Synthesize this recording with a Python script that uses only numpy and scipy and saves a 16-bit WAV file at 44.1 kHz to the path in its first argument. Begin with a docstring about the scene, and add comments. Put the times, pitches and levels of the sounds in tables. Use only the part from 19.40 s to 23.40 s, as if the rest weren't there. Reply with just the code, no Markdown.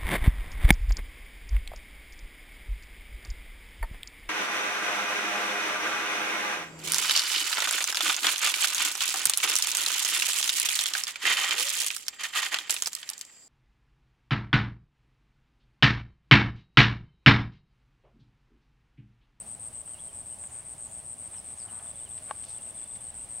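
"""Cricket at the edge of a forest clearing

A cricket chirrs close to the microphone, a little to the left, scraping its wings in bursts of about
a dozen strokes, each falling in pitch. Farther off: an insect chorus, a few faint birds among the
trees and a low rumble of outdoor air. Fingers on the hand-held camera make one hollow knock,
a few ticks and soft rustles."""
import sys
import numpy as np
from scipy import signal
from scipy.fft import rfft, irfft
from scipy.io import wavfile

SR = 44100
rng = np.random.default_rng(int(sys.argv[2]) if len(sys.argv) > 2 else 0)


def dump(signal):
    """Clip the signal to [-1, 1] and save it as 16-bit WAV at the path in sys.argv[1]."""
    limited = np.clip(np.atleast_2d(signal).T, -1, 1)
    pcm = np.round(limited * 32767).astype(np.int16)
    wavfile.write(sys.argv[1], SR, pcm)


N = 176400  # 4 s


def amp(db):
    """Decibels to gain."""
    return 10 ** (np.asarray(db) / 20)


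def unit(x):
    """Scales to rms 1."""
    return x / np.sqrt(np.mean(x ** 2) + 1e-20)


def read(points, hz):
    """Interpolates a table on a log-frequency axis."""
    f, value = np.transpose(points)
    return np.interp(np.log(hz + 1), np.log(f + 1), value)


def add(mix, start_s, sound):
    """Mixes a sound in at start_s, dropping what falls outside the mix."""
    at = round(start_s * SR)
    sound = sound[..., max(-at, 0):]
    part = mix[..., max(at, 0):][..., :sound.shape[-1]]
    part += sound[..., :part.shape[-1]]


def pan(db):
    """Stereo gains that make the left louder than the right by db."""
    return amp(np.array([[db], [-db]]) / 2)


def wander(size, hz):
    """Smooth random drift of rms 1, rolling off around hz."""
    f = np.fft.rfftfreq(size, 1 / SR)
    return unit(irfft(rfft(rng.standard_normal(size)) * np.exp(-(f / hz) ** 2), size))


def noise(size, shape, likeness):
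    """Stereo noise of rms 1 with spectrum shape(f); likeness is the left-right correlation."""
    left, other = rfft(rng.standard_normal((2, size)))
    likeness = np.clip(likeness, -1, 1)
    right = likeness * left + np.sqrt(1 - likeness ** 2) * other
    return unit(irfft(np.array([left, right]) * shape(np.fft.rfftfreq(size, 1 / SR)), size))


def hump(hz, octaves):
    """A bell-shaped spectrum around hz."""
    return lambda f: np.exp(-.5 * (np.log2((f + 1) / hz) / octaves) ** 2)


def swell(size):
    """A half-sine rise and fall."""
    return np.sin(np.pi * np.arange(size) / size)


def scatter(x, t60_s):
    """Diffuse echoes from leaves and trunks, different at each microphone."""
    t = np.arange(0, t60_s, 1 / SR)
    tail = rng.standard_normal((2, len(t))) * amp(-60 * t / t60_s)
    tail /= np.linalg.norm(tail, axis=1, keepdims=True)
    return signal.fftconvolve(x[None], tail, axes=1)[:, :len(x)]


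def microphone_pair(x, delay_s=.000005):
    """The sound reaches the right microphone a moment after the left."""
    f = np.fft.rfftfreq(len(x), 1 / SR)
    right = irfft(rfft(x) * np.exp(-2j * np.pi * f * delay_s), len(x))
    return np.array([x, right])


def air():
    """Outdoor air all around: steady rumble and hiss with two soft low swells."""
    # spectrum of the air: frequency_hz, relative_db
    spectrum = [(20, -10.5), (45, -5.5), (75, 1), (110, 0), (160, -5.5), (230, -6), (330, -11),
                (480, -12.5), (630, -5.5), (710, -9.5), (820, -7), (980, -13.5), (1140, -13.5), (1350, -17),
                (2000, -18), (3000, -19.5), (4200, -23), (6500, -24), (11000, -28), (16000, -31.5)]
    # how alike the two microphones hear it: frequency_hz, correlation
    likeness = [(40, 0.99), (120, 1), (300, 0.66), (800, 0.61), (1500, 0.1), (3000, 0.38), (6000, 0.78),
                (12000, 1)]
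    # swells of rumble: start_s, length_s, level_db, centre_hz
    rumbles = [(.03, 0.87, -64, 94), (3.66, 0.31, -55.5, 48.3)]
    out = noise(N, lambda f: amp(read(spectrum, f)), read(likeness, np.fft.rfftfreq(N, 1 / SR)))
    out *= amp(-54 + 0.6 * wander(N, hz=8.3))
    for start, length, db, hz in rumbles:
        size = int(length * SR)
        add(out, start, amp(db) * swell(size) * noise(size, hump(hz, octaves=0.56), likeness=.98))
    return out


def leaves(start_s=1.43, rise_s=0.97):
    """A faint, wide leafy hiss fades in about halfway and stays."""
    rise = np.clip((np.arange(N) / SR - start_s) / rise_s, 0, 1)
    hiss = noise(N, hump(hz=2170, octaves=1), likeness=0.33)
    return rise * amp(-65.5 + 2 * wander(N, hz=13)) * hiss


def insect_chorus():
    """Many far insects blur into one high, shimmering band."""
    # spectrum of the chorus: frequency_hz, relative_db
    spectrum = [(6500, -51), (7400, -12), (7900, -7), (8400, 3), (8800, -2.5), (9150, -2.5), (9600, -5),
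                (10200, -13.5), (11000, -30.5), (12500, -83)]
    band = noise(N, lambda f: amp(read(spectrum, f)), likeness=0.76) * pan(-0.5)
    shimmer_db = 0.47 * wander(N, hz=129) + 1.1 * wander(N, hz=12)
    return band * amp(-50.5 + shimmer_db)


def buzzing_insect(centre_hz=7100, width_hz=420, pulses_per_s=120):
    """One insect, pitched below the chorus, buzzes twice."""
    # buzzes: start_s, length_s, level_db
    buzzes = [(0.987, 0.25, -61), (1.362, .25, -61)]
    out = np.zeros((2, N))
    for start, length, db in buzzes:
        t = np.arange(0, length, 1 / SR)
        band = noise(len(t), lambda f: np.exp(-.5 * ((f - centre_hz) / width_hz) ** 2), likeness=0.8)
        pulsing = 1 + 0.5 * np.sin(2 * np.pi * pulses_per_s * t)
        add(out, start, amp(db) * band * swell(len(t)) ** .5 * pulsing)
    return out


def whistle(length_s, db, pitches_hz):
    """A slightly rough bird note gliding through evenly spaced pitch points."""
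    size = int(length_s * SR)
    glide = np.polyfit(np.linspace(0, 1, len(pitches_hz)), pitches_hz, len(pitches_hz) - 1)
    hz = np.polyval(glide, np.linspace(0, 1, size)) + 35 * wander(size, hz=315)
    flutter_db = 2 * wander(size, hz=200)
    return amp(db + flutter_db) * swell(size) * np.sin(2 * np.pi * np.cumsum(hz) / SR)


def birds(pip_s=.013, pip_fall_hz=200):
    """Faint slurred notes and a run of falling pips, echoing back among the trees."""
    # whistled notes: start_s, length_s, level_db, start_hz, one_third_hz, two_thirds_hz, end_hz
    notes = [(.53, 0.048, -58.5, 3200, 2950, 2750, 2850), (0.575, 0.037, -55.5, 2740, 3150, 3400, 2780),
             (.675, 0.033, -61, 2950, 3180, 3100, 3000), (.895, 0.042, -64, 2950, 3020, 2950, 2950),
             (1.945, 0.036, -61, 3200, 3090, 2950, 2900), (1.955, 0.046, -57, 6900, 5940, 5220, 4750),
             (2.155, 0.047, -62, 5900, 6600, 6450, 5600), (2.172, .072, -57.5, 6700, 5380, 4630, 4700),
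             (2.277, 0.026, -56, 3200, 3030, 2910, 2900), (2.597, 0.024, -61, 3150, 3080, 2940, 2900),
             (2.657, 0.024, -54.5, 3250, 3120, 2900, 2800)]
    # a twittering bird's pips: middle_s, pitch_hz, relative_db
    pips = [(2.471, 3520, -55), (2.512, 3490, -60), (2.551, 3440, -60.5), (2.592, 3550, -58),
            (2.632, 3540, -60), (2.712, 3480, -59), (3.072, 3500, -60), (3.151, 3500, -59),
            (3.192, 2750, -56), (3.231, 3560, -62), (3.272, 2770, -58), (3.311, 3530, -62),
            (3.351, 3520, -60), (3.382, 3500, -60), (3.431, 3470, -61), (3.46, 3530, -57),
            (3.512, 3530, -60), (3.552, 3530, -61), (3.592, 3470, -59), (3.793, 2790, -61),
            (3.815, 2770, -58)]
    song = np.zeros(N)
    for start, length, db, *pitches in notes:
        add(song, start, whistle(length, db, pitches))
    for middle, hz, db in pips:
        pitches = [hz + pip_fall_hz / 2, hz - pip_fall_hz / 2]
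        add(song, middle - pip_s / 2, whistle(pip_s, db - 0.5, pitches))
    return song + amp(-3) * scatter(song, t60_s=0.21)


def casing_knock(crack_t60_s=.017):
    """A knock on the camera, right at the microphone, cracks and briefly rings the hollow casing."""
    # two contacts heard as one knock: start_s, relative_db
    contacts = [(2.9095, -38.5), (2.9107, -24)]
    # modes of the casing: pitch_hz, relative_db, t60_s
    modes = [(640, -11.5, 0.029), (864, -3, 0.028), (1110, 1.5, 0.022), (1540, -11, 0.022),
             (1820, -19, 0.021), (2780, -15.5, 0.0097), (3360, -30, 0.0085)]
    out, t = np.zeros((2, N)), np.arange(4000) / SR
    ring = sum(amp(db - 60 * t / t60) * np.sin(2 * np.pi * hz * t) for hz, db, t60 in modes)
    casing_band = signal.butter(2, [600, 5000], "bandpass", fs=SR, output="sos")
    for start, db in contacts:
        crack = noise(len(t), hump(hz=1500, octaves=0.77), likeness=0.25)
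        crack *= amp(-16 - 60 * t / crack_t60_s)
        add(out, start, amp(db) * signal.sosfilt(casing_band, ring + crack) * pan(4.1))
    return out


def fingers(tick_t60_s=0.034):
    """Fingers tick and brush against the camera's casing."""
    # small ticks: start_s, level_db, centre_hz
    ticks = [(.477, -51.5, 1290), (1.037, -46.5, 1360), (1.398, -55, 1400), (1.942, -49, 1590),
             (2.397, -48, 1700), (2.777, -47.5, 2790), (3.038, -47.5, 3220), (3.558, -50, 3000)]
    # soft rustles: start_s, length_s, level_db, centre_hz, width_octaves
    rustles = [(0.981, 0.36, -62.5, 1400, 0.87), (1.892, 0.11, -62, 1400, 0.97),
               (2.19, .34, -56.5, 910, .7), (2.873, 0.058, -50.5, 1000, 1), (3.009, 0.15, -58, 4270, 0.55)]
    out, t = np.zeros((2, N)), np.arange(4000) / SR
    for start, db, hz in ticks:
        tick = noise(len(t), hump(hz, octaves=0.7), likeness=1.0)
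        add(out, start, amp(db - 60 * t / tick_t60_s) * tick)
    for start, length, db, hz, octaves in rustles:
        size = int(length * SR)
        brush = noise(size, hump(hz, octaves), likeness=0.7)
        add(out, start, amp(db + 1.5 * wander(size, hz=90)) * swell(size) * brush)
    return out


def wing_stroke(t, pitch_hz=8237, top_hz=8684, slide_hz_per_s=152000):
    """The scraper catches the file, then sweeps it, loudest at t = 0, the tone sliding down."""
    rise_s, fall_s, catch_s = .0018, .0011, .0015
    loudness, tuning, timing, grip = rng.standard_normal(4)  # no two strokes are alike
    sweep = np.exp(-(t / np.where(t < 0, rise_s, fall_s)) ** 2)
    lead_s = .0034 * (1 + 0.071 * timing)
    catch = amp(-8.5 + 1.4 * grip) * np.exp(-((t + lead_s) / catch_s) ** 2)
    slide_hz = np.minimum(pitch_hz - slide_hz_per_s * t, top_hz)
    slip_hz = 18 * tuning + 70 * wander(len(t), hz=900)
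    cycles = np.cumsum(slide_hz + slip_hz) / SR
    tone = np.sin(2 * np.pi * (cycles - np.interp(0, t, cycles)))  # zero phase at the peak
    grain = 1 + 0.078 * wander(len(t), hz=1000)
    return amp(0.28 * loudness) * (sweep + catch) * tone * grain


def cricket(warm_up_strokes=1.7, slowing_s=.000008, jitter_s=.00002):
    """Close by on the left, bursts of almost evenly spaced wing strokes, each burst starting softly."""
    # chirps: last_stroke_s, stroke_count, strokes_per_s, relative_db
    chirps = [(0.0201, 11, 120, -33.4), (0.1505, 11, 118.5, -32.6), (0.2844, 11, 118.0, -33.0),
              (0.4166, 11, 118.2, -32.3), (0.545, 11, 119.2, -33.0), (0.6821, 11, 120.0, -32.6),
              (0.8156, 11, 119.7, -32.8), (0.9446, 11, 120.3, -33.1), (1.0732, 11, 119.8, -33.0),
              (1.206, 11, 118.2, -33.1), (1.3371, 11, 118.5, -33.2), (1.4687, 11, 118.1, -33.0),
              (1.6019, 11, 118.2, -33.4), (1.7415, 12, 118.5, -33.1), (1.8769, 12, 118.1, -33.3),
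              (2.0017, 11, 117.2, -33.0), (2.1402, 12, 117.8, -33.2), (2.2625, 11, 118.5, -32.7),
              (2.3896, 11, 118.2, -32.3), (2.5146, 11, 116.4, -32.2), (2.652, 12, 118.1, -32.9),
              (2.7877, 12, 117.4, -32.6), (2.9124, 11, 116.8, -33.2), (3.051, 12, 116.4, -32.5),
              (3.1826, 12, 116.7, -32.0), (3.308, 12, 117.3, -32.7), (3.4415, 12, 117.4, -31.9),
              (3.5719, 12, 118.1, -32.9), (3.705, 12, 116.2, -32.6), (3.8478, 13, 116.1, -32.1),
              (3.9945, 13, 116.6, -32.0)]
    out, stroke_t = np.zeros((2, N)), np.arange(-.006, .003, 1 / SR)
    for last, count, rate, db in chirps:
        burst = np.zeros(SR // 5)
        for k in range(count):
            drag_s = slowing_s * k * (k - count + 1) / 2  # each gap is slowing_s longer than the last
            at_s = k / rate + drag_s + jitter_s * rng.standard_normal()
            subsample_s = round(at_s * SR) / SR - at_s
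            warm_up_db = -4.5 * np.exp(-k / warm_up_strokes)
            add(burst, at_s, amp(warm_up_db) * wing_stroke(stroke_t + subsample_s))
        # fresh leaf echoes for each burst, as the camera moves in the hand
        heard = microphone_pair(burst) + amp(-14.5) * scatter(burst, t60_s=.03)
        start = last - (count - 1) / rate + stroke_t[0]
        add(out, start, amp(db + 0.97) * heard)
    return out * pan(3.3)


def scene():
    """The clearing, the handling and the near cricket, summed at the microphones."""
    clearing = air() + leaves() + insect_chorus() + buzzing_insect() + birds()
    return clearing + casing_knock() + fingers() + cricket()


def record(dry):
    """The recorder's band limit cuts off the highest treble."""
    lowpass = signal.firwin(801, 15850, window=("kaiser", 8), fs=SR)
    return signal.oaconvolve(dry, lowpass[None], "same")


dry = scene()
out = record(dry)
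dump(out)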